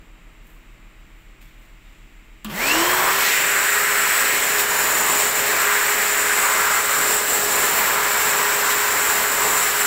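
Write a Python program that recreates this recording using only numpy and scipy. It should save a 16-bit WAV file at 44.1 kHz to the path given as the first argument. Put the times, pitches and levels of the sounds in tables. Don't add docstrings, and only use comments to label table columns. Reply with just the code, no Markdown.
import sys
import numpy as np
from scipy import signal
from scipy.fft import rfft, irfft, next_fast_len
from scipy.io import wavfile
from scipy.ndimage import uniform_filter1d, map_coordinates

SR = 44100
rng = np.random.default_rng(int(sys.argv[2]) if len(sys.argv) > 2 else 0)


def dump_mix(stems):
    frames = np.atleast_2d(stems).T
    limited = np.clip(frames, -1, 1)
    pcm = np.round(limited * 32767).astype(np.int16)
    wavfile.write(sys.argv[1], SR, pcm)


N = 434826
TIME = np.arange(N) / SR
SWITCH_S, FULL_SPEED_HZ = 2.4465, 414
KNEE_HZ = 298


def gain_of(db):
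    return np.exp(np.asarray(db) * (np.log(10) / 20))


def unit_rms(x):
    return x / np.sqrt(np.mean(x ** 2) + 1e-20)


def value_at(points, hz):
    f, value = np.transpose(points)
    return np.interp(np.log(hz + 1), np.log(f + 1), value)


def follow(rows):
    times, *columns = np.transpose(rows)
    return [np.interp(TIME, times, column) for column in columns]


def noise(shape):
    size = next_fast_len(N, True)
    spectrum = rfft(rng.standard_normal(size)) * shape(np.fft.rfftfreq(size, 1 / SR))
    return unit_rms(irfft(spectrum, size)[:N])


def coloured(points):
    return noise(lambda hz: gain_of(value_at(points, hz)))


def ringing(modes):
    return noise(lambda f: np.sqrt(sum(gain_of(db) ** 2 / width / (1 + (2 * (f - hz) / width) ** 2) ** 2
                                       for hz, width, db in modes)))


def wander(rate_hz):
    steps = TIME[::64]
    hz = np.fft.rfftfreq(len(steps), steps[1])
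    slow = irfft(rfft(rng.standard_normal(len(steps))) / (1 + (hz / rate_hz) ** 2), len(steps))
    return np.interp(TIME, steps, unit_rms(slow))


def swell(t, length):
    bump, near = np.zeros(N), abs(TIME - t) < 2 * length
    bump[near] = .5 ** ((2 * (TIME[near] - t) / length) ** 2)
    return bump


def resonate(x, hz, width_hz):
    turn = np.exp(2j * np.pi * np.cumsum(hz * np.ones(N)) / SR)
    pole = np.exp(-np.pi * width_hz / SR)
    return 2 * (turn * signal.lfilter([1 - pole], [1, -pole], x / turn)).real


def bent(x, ratio, order=3):
    return map_coordinates(x, [np.cumsum(ratio)], order=order, mode="wrap")


# f/Hz, level/dB
VENT_SPECTRUM = [(20, -11), (70, 10.5), (110, 6), (180, 7), (310, 3.5), (420, -1.5), (720, -5),
                 (1250, -0.5), (1550, -2), (2100, 3), (2800, -0.5), (3400, -7.5), (3900, -11), (4700, -15),
                 (6600, -18)]
GRILLE_SPECTRUM = [(6900, -13), (7250, -8), (7700, -12), (8100, -11.5), (8900, -24), (11500, -22.5),
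                   (14500, -16.5), (16000, -20)]
# t/s, duct level/dB, grille level/dB
DRAUGHT_LEVELS = [(0.0, -54.5, -56), (2.4, -57, -55.3)]
# f/Hz, level/dB
FAN_TONES = [(18.1, -57), (33.23, -48.5), (40.04, -49.5), (120, -65), (320, -67.5), (640, -74), (3811, -77),
             (7364, -79)]
def ventilation(split_hz=1400):
    duct_db, grille_db = follow(DRAUGHT_LEVELS)
    whole_spectrum = VENT_SPECTRUM + GRILLE_SPECTRUM
    duct = noise(lambda hz: gain_of(value_at(VENT_SPECTRUM, hz)) / np.hypot(1, (hz / split_hz) ** 4))
    grille = noise(lambda hz: gain_of(value_at(whole_spectrum, hz))
                   / np.hypot(1, (split_hz / (hz + 1)) ** 4))
    hum = sum(gain_of(db) * np.sin(2 * np.pi * (hz * TIME + rng.random())) for hz, db in FAN_TONES)
    return gain_of(duct_db + 0.5) * duct + gain_of(grille_db) * grille + np.sqrt(2) * hum


# t/s, rise/s, fall/s, level/dB, share of fizz (0-1)
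CLOTH_RUSTLES = [(.4, .08, 0.14, -60, .9), (1.08, .14, 0.078, -67, .9), (1.411, .002, 0.08, -50, 0.4),
                 (1.56, .08, .07, -58, 0.5), (1.78, .1, 0.31, -59.5, .2)]
# f/Hz, level/dB
RUBBING_SPECTRUM = [(600, -16), (2300, 4), (3000, -1), (3550, 2), (4400, -6), (6000, -10), (7600, -7),
                    (9500, -16), (16000, -14)]
FIZZ_SPECTRUM = [(3000, -30), (7500, -5), (9500, -10), (12000, -6), (14500, 2), (16000, -4)]
def clothes(grain_db=2):
    rubbing, fizz = np.zeros((2, N))
    for t, rise, fall, db, share in CLOTH_RUSTLES:
        attack = np.clip((TIME - t) / rise, 0, 1)
        swish = gain_of(db) * attack * np.exp(-np.maximum(TIME - t - rise, 0) / fall)
        rubbing += (1 - share) * swish
        fizz += share * swish
    grain = gain_of(grain_db * wander(rate_hz=90))
    return grain * (rubbing * coloured(RUBBING_SPECTRUM) + fizz * coloured(FIZZ_SPECTRUM))


# t/s, length/s, f/Hz, level/dB
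FAINT_SQUEAKS = [(1.47, .05, 3450, -67), (1.87, .04, 3680, -66)]
def squeaks(waver_hz=45):
    waver = np.cumsum(waver_hz * wander(rate_hz=60)) / SR
    return np.sqrt(2) * sum(gain_of(db) * swell(t, length) * np.sin(2 * np.pi * (hz * TIME + waver))
                            for t, length, hz, db in FAINT_SQUEAKS)


def running():
    return np.clip((TIME - SWITCH_S) / 0.0052, 0, 1)


# f/Hz, level/dB, t60/s
COVER_MODES = [(212, -27.5, 0.51), (302, -37, 0.3), (1160, -34, 0.2), (1400, -38, .08), (3284, -48, .15),
               (3560, -43, 0.11)]
def switch_on(click_db=-22.5, click_t60=0.023):
    age = np.maximum(TIME - SWITCH_S, 0)
    snap = coloured([(300, -12), (1200, 6), (4000, 3), (6000, -7), (7600, 8), (9000, -16),
                     (11500, -14), (13200, 1), (16000, 6)])
    click = gain_of(click_db - 60 * age / click_t60) * snap * (age > 0)
    cover = sum(gain_of(db - 60 * age / t60) * np.sin(2 * np.pi * hz * age)
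                for hz, db, t60 in COVER_MODES)
    return click + running() * cover


def shaft_speed(pull_s=.1, settle_s=.32, pull_share=.45):
    age = np.maximum(TIME - SWITCH_S, 0)
    shortfall = pull_share * np.exp(-age / pull_s) + (1 - pull_share) * np.exp(-age / settle_s)
    return FULL_SPEED_HZ * (1 - shortfall)


# t/s, level/dB, t60/s
ROTOR_JERKS = [(2.449, -35.5, 0.34), (2.498, -36, 0.33)]
# f/Hz, level/dB
SCRAPE_SPECTRUM = [(400, -16), (1100, 3), (1500, 1), (2000, -10), (2900, 1), (3800, -8), (6000, -15),
                   (16000, -22)]
def rotor_start(squeal_db=-43, squeal_hz=13500, squeal_width_hz=3500, segments=24):
    scrape = sum((TIME > t) * gain_of(db - 60 * np.maximum(TIME - t, 0) / t60)
                 for t, db, t60 in ROTOR_JERKS)
    squeal = np.zeros(N)
    for harmonic in (3, 4, 5):
        hz = harmonic * segments * shaft_speed()
        height = np.exp(-np.minimum((2 * (hz - squeal_hz) / squeal_width_hz) ** 2, 20))
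        squeal += height * np.cos(2 * np.pi * np.cumsum(hz) / SR)
    return scrape * coloured(SCRAPE_SPECTRUM) + gain_of(squeal_db) * squeal


# multiple of the shaft speed, relative level/dB
SHAFT_TONES = [(1, -38), (2, -45.5), (3, -40.5), (4, -39), (5, -44), (7, -47), (9, -46.5), (12, -48),
               (14, -52.5), (15, -49)]
# f/Hz, width/Hz, lift/dB
HOUSING_MODES = [(182.2, 71, 12), (338, 49, 14.5), (2060, 150, 6.5)]
def motor(jitter_hz=0.709, flutter_db=2.0, trim_db=-1):
    speed = shaft_speed()
    angle = 2 * np.pi * np.cumsum(speed + jitter_hz * wander(rate_hz=7.96)) / SR
    tones = np.zeros(N)
    for multiple, db in SHAFT_TONES:
        lift_db = sum(lift / (1 + (2 * (multiple * speed - hz) / width) ** 2)
                      for hz, width, lift in HOUSING_MODES)
        tones += gain_of(db + lift_db + flutter_db * wander(rate_hz=6.3)) * np.cos(multiple * angle)
    return np.sqrt(2) * running() * gain_of(trim_db) * (speed / speed.max()) * tones


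# f/Hz, relative level/dB
DUCT_RESPONSE = [(1000, -53), (1600, -41), (2100, -21), (2460, -22), (2700, -17.5), (2930, -30),
                 (3200, -34), (3580, -37), (3700, -52)]
def fan_whine(blades=9, roughness=0.94, width_hz=200):
    blade_hz = blades * shaft_speed()
    clean = np.sqrt(2) * np.cos(2 * np.pi * np.cumsum(blade_hz) / SR)
    band = resonate(rng.standard_normal(N), blade_hz, width_hz)
    frayed = unit_rms(resonate(band, blade_hz, 2 * width_hz))
    return gain_of(value_at(DUCT_RESPONSE, blade_hz)) * (clean + roughness * frayed) / np.hypot(1, roughness)


# t/s, relative roar level/dB, nominal resonance f/Hz
HAND_HOLLOW = [(2.75, -24, 1731), (3.01, -22, 1540), (3.32, -19.5, 1990), (3.54, -20, 1648),
               (4.1, -21, 1680), (4.37, -21.5, 1901), (4.67, -23.5, 1609), (5.38, -25, 1781),
               (5.64, -21, 1581), (6.0, -24, 1780), (6.57, -21.5, 1450), (7.5, -27.5, 1660),
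               (7.64, -24, 1542), (7.78, -23.5, 1730), (7.96, -21.5, 1378), (8.04, -23, 1610),
               (9.84, -25.5, 1590), (9.86, -24, 1625)]
# t/s, length/s, relative level/dB
PALM_CUPS = [(2.757, 0.13, -25), (3.042, 0.22, -24), (4.78, 0.3, -30), (5.152, 0.3, -30),
             (5.72, 0.31, -31.5), (6.46, 0.15, -27.5), (6.68, 0.24, -29.5), (7.925, 0.34, -27.5),
             (8.198, .12, -33), (8.399, 0.15, -26.5), (8.72, 0.22, -29.5), (9.05, 0.35, -31.5),
             (9.48, 0.17, -27)]
# f/Hz, level/dB
ROAR_SPECTRUM = [(100, -40), (700, -26), (1000, -8.5), (1300, 1.5), (1700, 0), (2400, 0.5), (2900, -4.5),
                 (3500, -12), (5000, -27), (9000, -33)]
PALM_SPECTRUM = [(300, -26.5), (650, -16), (850, -5.5), (1020, 1), (1200, -3.5), (1500, -16.5), (3000, -33)]
def hand_roar(hollow_gain=1.94, hollow_tuning=1.012, bend_power=.45, palm_floor_db=-32, flutter_db=0.34):
    roar_db, hollow_hz = follow(HAND_HOLLOW)
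    cup_power = sum(gain_of(db) ** 2 * swell(t, length) for t, length, db in PALM_CUPS)
    air = bent(coloured(ROAR_SPECTRUM), (hollow_hz / hollow_hz.mean()) ** bend_power, order=1)
    hollow = unit_rms(air + hollow_gain * resonate(air, hollow_tuning * hollow_hz, width_hz=560))
    boom = np.sqrt(gain_of(palm_floor_db) ** 2 + cup_power) * coloured(PALM_SPECTRUM)
    return gain_of(flutter_db * wander(rate_hz=23)) * (gain_of(roar_db + 0.5) * hollow + boom)


# t/s, length/s, rush gain/dB, hiss gain/dB, whistle gain/dB
FINGER_GRAZES = [(2.73, 0.23, 3.5, -2.5, 0), (3.27, 0.21, 6.5, 2.5, -0.5), (4.201, .25, 1.5, 1, 0),
                 (4.604, .035, 4, 4, 1), (5.2, .12, 2, .5, 2), (6.3, 0.27, -0.5, -1.5, 0),
                 (7.17, .06, 0, 0, 3), (7.33, 0.063, -1, 0, 1), (7.79, 0.15, 1, 3.5, 0),
                 (8.71, 0.037, 3.5, 2, 1), (9.2, .14, 0, 1.2, 0)]
# t/s, relative level/dB
AIR_SPILL = [(2.6, 6), (2.85, 4), (3.35, 1), (3.7, -1.1), (4.7, 0.5), (5.05, 2.5), (5.4, 1.5), (5.75, -1),
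             (6.8, -1), (7.1, 1.5), (7.6, 3), (8.1, 0.5), (8.9, -1), (9.3, 3), (9.86, -2)]
# f/Hz, level/dB
RUSH_SPECTRUM = [(1000, -19.5), (2600, 2), (3100, 1), (3550, -1), (3800, 0), (4300, 1.5), (4950, -4),
                 (5350, 2), (5550, -1), (5780, 0.5), (6100, -5), (7000, -0.5), (9000, -22)]
HISS_SPECTRUM = [(3000, -21.5), (6500, -19), (9300, -9.5), (10800, -9), (11900, -9), (12500, -4),
                 (13900, -3.5), (14350, 2.5), (14800, 2), (15200, -6), (16000, -3)]
BUFFET_SPECTRUM = [(4, -26), (20, -26), (65, -15), (120, -13.5), (160, -8.5), (250, -8.5), (340, -5),
                   (480, -1), (700, -0.5), (1100, -8), (2500, -51)]
def air_stream(eddy_db=0.57, gust_db=0.9, opening_power=0.46):
    rush_db, hiss_db, whistle_db = sum(np.outer(gains_db, swell(t, length))
                                       for t, length, *gains_db in FINGER_GRAZES)
    spill_db = follow(AIR_SPILL)[0]
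    rush = gain_of(-29 + rush_db + 0.12 * spill_db) * coloured(RUSH_SPECTRUM)
    hiss = gain_of(-23.5 + hiss_db + 0.24 * spill_db) * coloured(HISS_SPECTRUM)
    opening = np.clip(shaft_speed() / KNEE_HZ, 0, 1) ** opening_power
    bright = opening * (rush + hiss) + gain_of(whistle_db) * nozzle_whistles()
    buffet = gain_of(-33 + 1.02 * spill_db + gust_db * wander(rate_hz=9.5)) * coloured(BUFFET_SPECTRUM)
    return gain_of(eddy_db * wander(rate_hz=24)) * bright + buffet


# t/s, relative level/dB of lower whistle, upper whistle and sheen,
# nominal f/Hz of the lower whistle
NOZZLE_SINGING = [(2.75, -32, -29.5, -33, 7250), (2.97, -35, -31.5, -46, 7230),
                  (3.42, -26.5, -28.5, -35, 7290), (4.19, -30.5, -27.5, -37, 7260),
                  (4.77, -27.5, -31.5, -33, 7167), (5.08, -26.5, -27.5, -32.5, 7215),
                  (5.68, -29, -30.5, -43.5, 7285), (6.39, -28, -28.5, -30, 7223),
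                  (6.59, -28, -29, -37, 7244), (7.36, -27, -28.5, -36, 7350), (7.62, -26, -30, -31.5, 7280),
                  (7.92, -29, -31, -41, 7336), (8.85, -28, -31, -38, 7305), (9.64, -26.5, -28.5, -32, 7260),
                  (9.72, -31, -33, -41, 7300), (9.86, -25, -28, -27, 7360)]
# f/Hz, width/Hz, level/dB
LOWER_MODES = [(6710, 290, -10.5), (7110, 110, -4), (7330, 440, 2)]
UPPER_MODES = [(7990, 530, 0)]
# f/Hz, width/Hz, level/dB
SHEEN_BANDS = [(8750, 300, -1.5), (10140, 390, 0), (11450, 420, -1.5), (12550, 400, -13)]
def nozzle_whistles(onset_power=1.6, climb_power=2.1):
    lower_db, upper_db, sheen_db, lower_hz = follow(NOZZLE_SINGING)
    speed = shaft_speed()
    lower = gain_of(lower_db) * bent(ringing(LOWER_MODES), lower_hz / lower_hz.mean())
    upper = gain_of(upper_db + 0.7) * ringing(UPPER_MODES)
    climb = abs(speed / FULL_SPEED_HZ) ** climb_power
    sheen = gain_of(sheen_db - 1.5) * bent(ringing(SHEEN_BANDS), climb)
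    return np.clip(speed / KNEE_HZ, 0, 1) ** onset_power * (lower + upper + sheen)


# t/s, length/s, gain/dB
HAND_TURNS = [(4.17, .14, 1), (4.678, 0.092, -1.5), (4.81, .1, 1), (5.324, 0.048, -2.5),
              (5.978, 0.051, -0.5), (6.847, 0.064, -2.5), (7.234, .08, -3.5), (7.44, 0.1, -2),
              (7.98, 0.079, -0.5), (8.25, .25, 0.9), (9.3, .12, -2), (9.77, 0.071, -1)]
def hand_turning():
    return gain_of(sum(db * swell(t, length) for t, length, db in HAND_TURNS))


# f/Hz, t60/s
ROOM_DECAY = [(100, 0.63), (1000, 0.55), (4000, 0.37), (15000, 0.32)]
def washroom(x, wet_db=-10, gap_s=.004):
    hz, t, spectra = signal.stft(rng.standard_normal(SR // 2), SR, nperseg=256)
    decay = gain_of(-60 * t / value_at(ROOM_DECAY, hz)[:, None])
    tail = signal.istft(spectra * decay, SR, nperseg=256)[1]
    tail *= np.arange(len(tail)) / SR > gap_s
    reflections = signal.fftconvolve(x, tail / np.linalg.norm(tail))[:N]
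    wet = gain_of(wet_db)
    return (x + wet * reflections) / np.hypot(1, wet)


def scene(flow_power=2.6, surge_power=3.15):
    pace = shaft_speed() / KNEE_HZ
    flow = np.clip(pace, 0, 1) ** flow_power
    surge = np.maximum(pace, 1) ** surge_power
    air = flow * surge * (hand_turning() * (hand_roar() + air_stream()) + fan_whine())
    in_room = washroom(air + switch_on() + rotor_start() + clothes())
    mono = in_room + surge * motor() + ventilation() + squeaks()
    return np.array([mono, mono])


def record(dry, limit_db=-17.0, recovery_db_per_s=0.9, cutoff_hz=15750):
    power_db = 10 * np.log10(abs(uniform_filter1d(dry[0] ** 2, size=SR // 5)) + 1e-12)
    recovery_db = TIME * recovery_db_per_s
    held_db = np.maximum.accumulate(power_db + recovery_db) - recovery_db
    over_db = np.maximum(held_db - limit_db, 0)
    lowpass = signal.firwin(801, cutoff_hz, window=("kaiser", 9), fs=SR)
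    return signal.oaconvolve(dry / gain_of(over_db), lowpass[None], "same", axes=1)


dry = scene()
out = record(dry)
dump_mix(out)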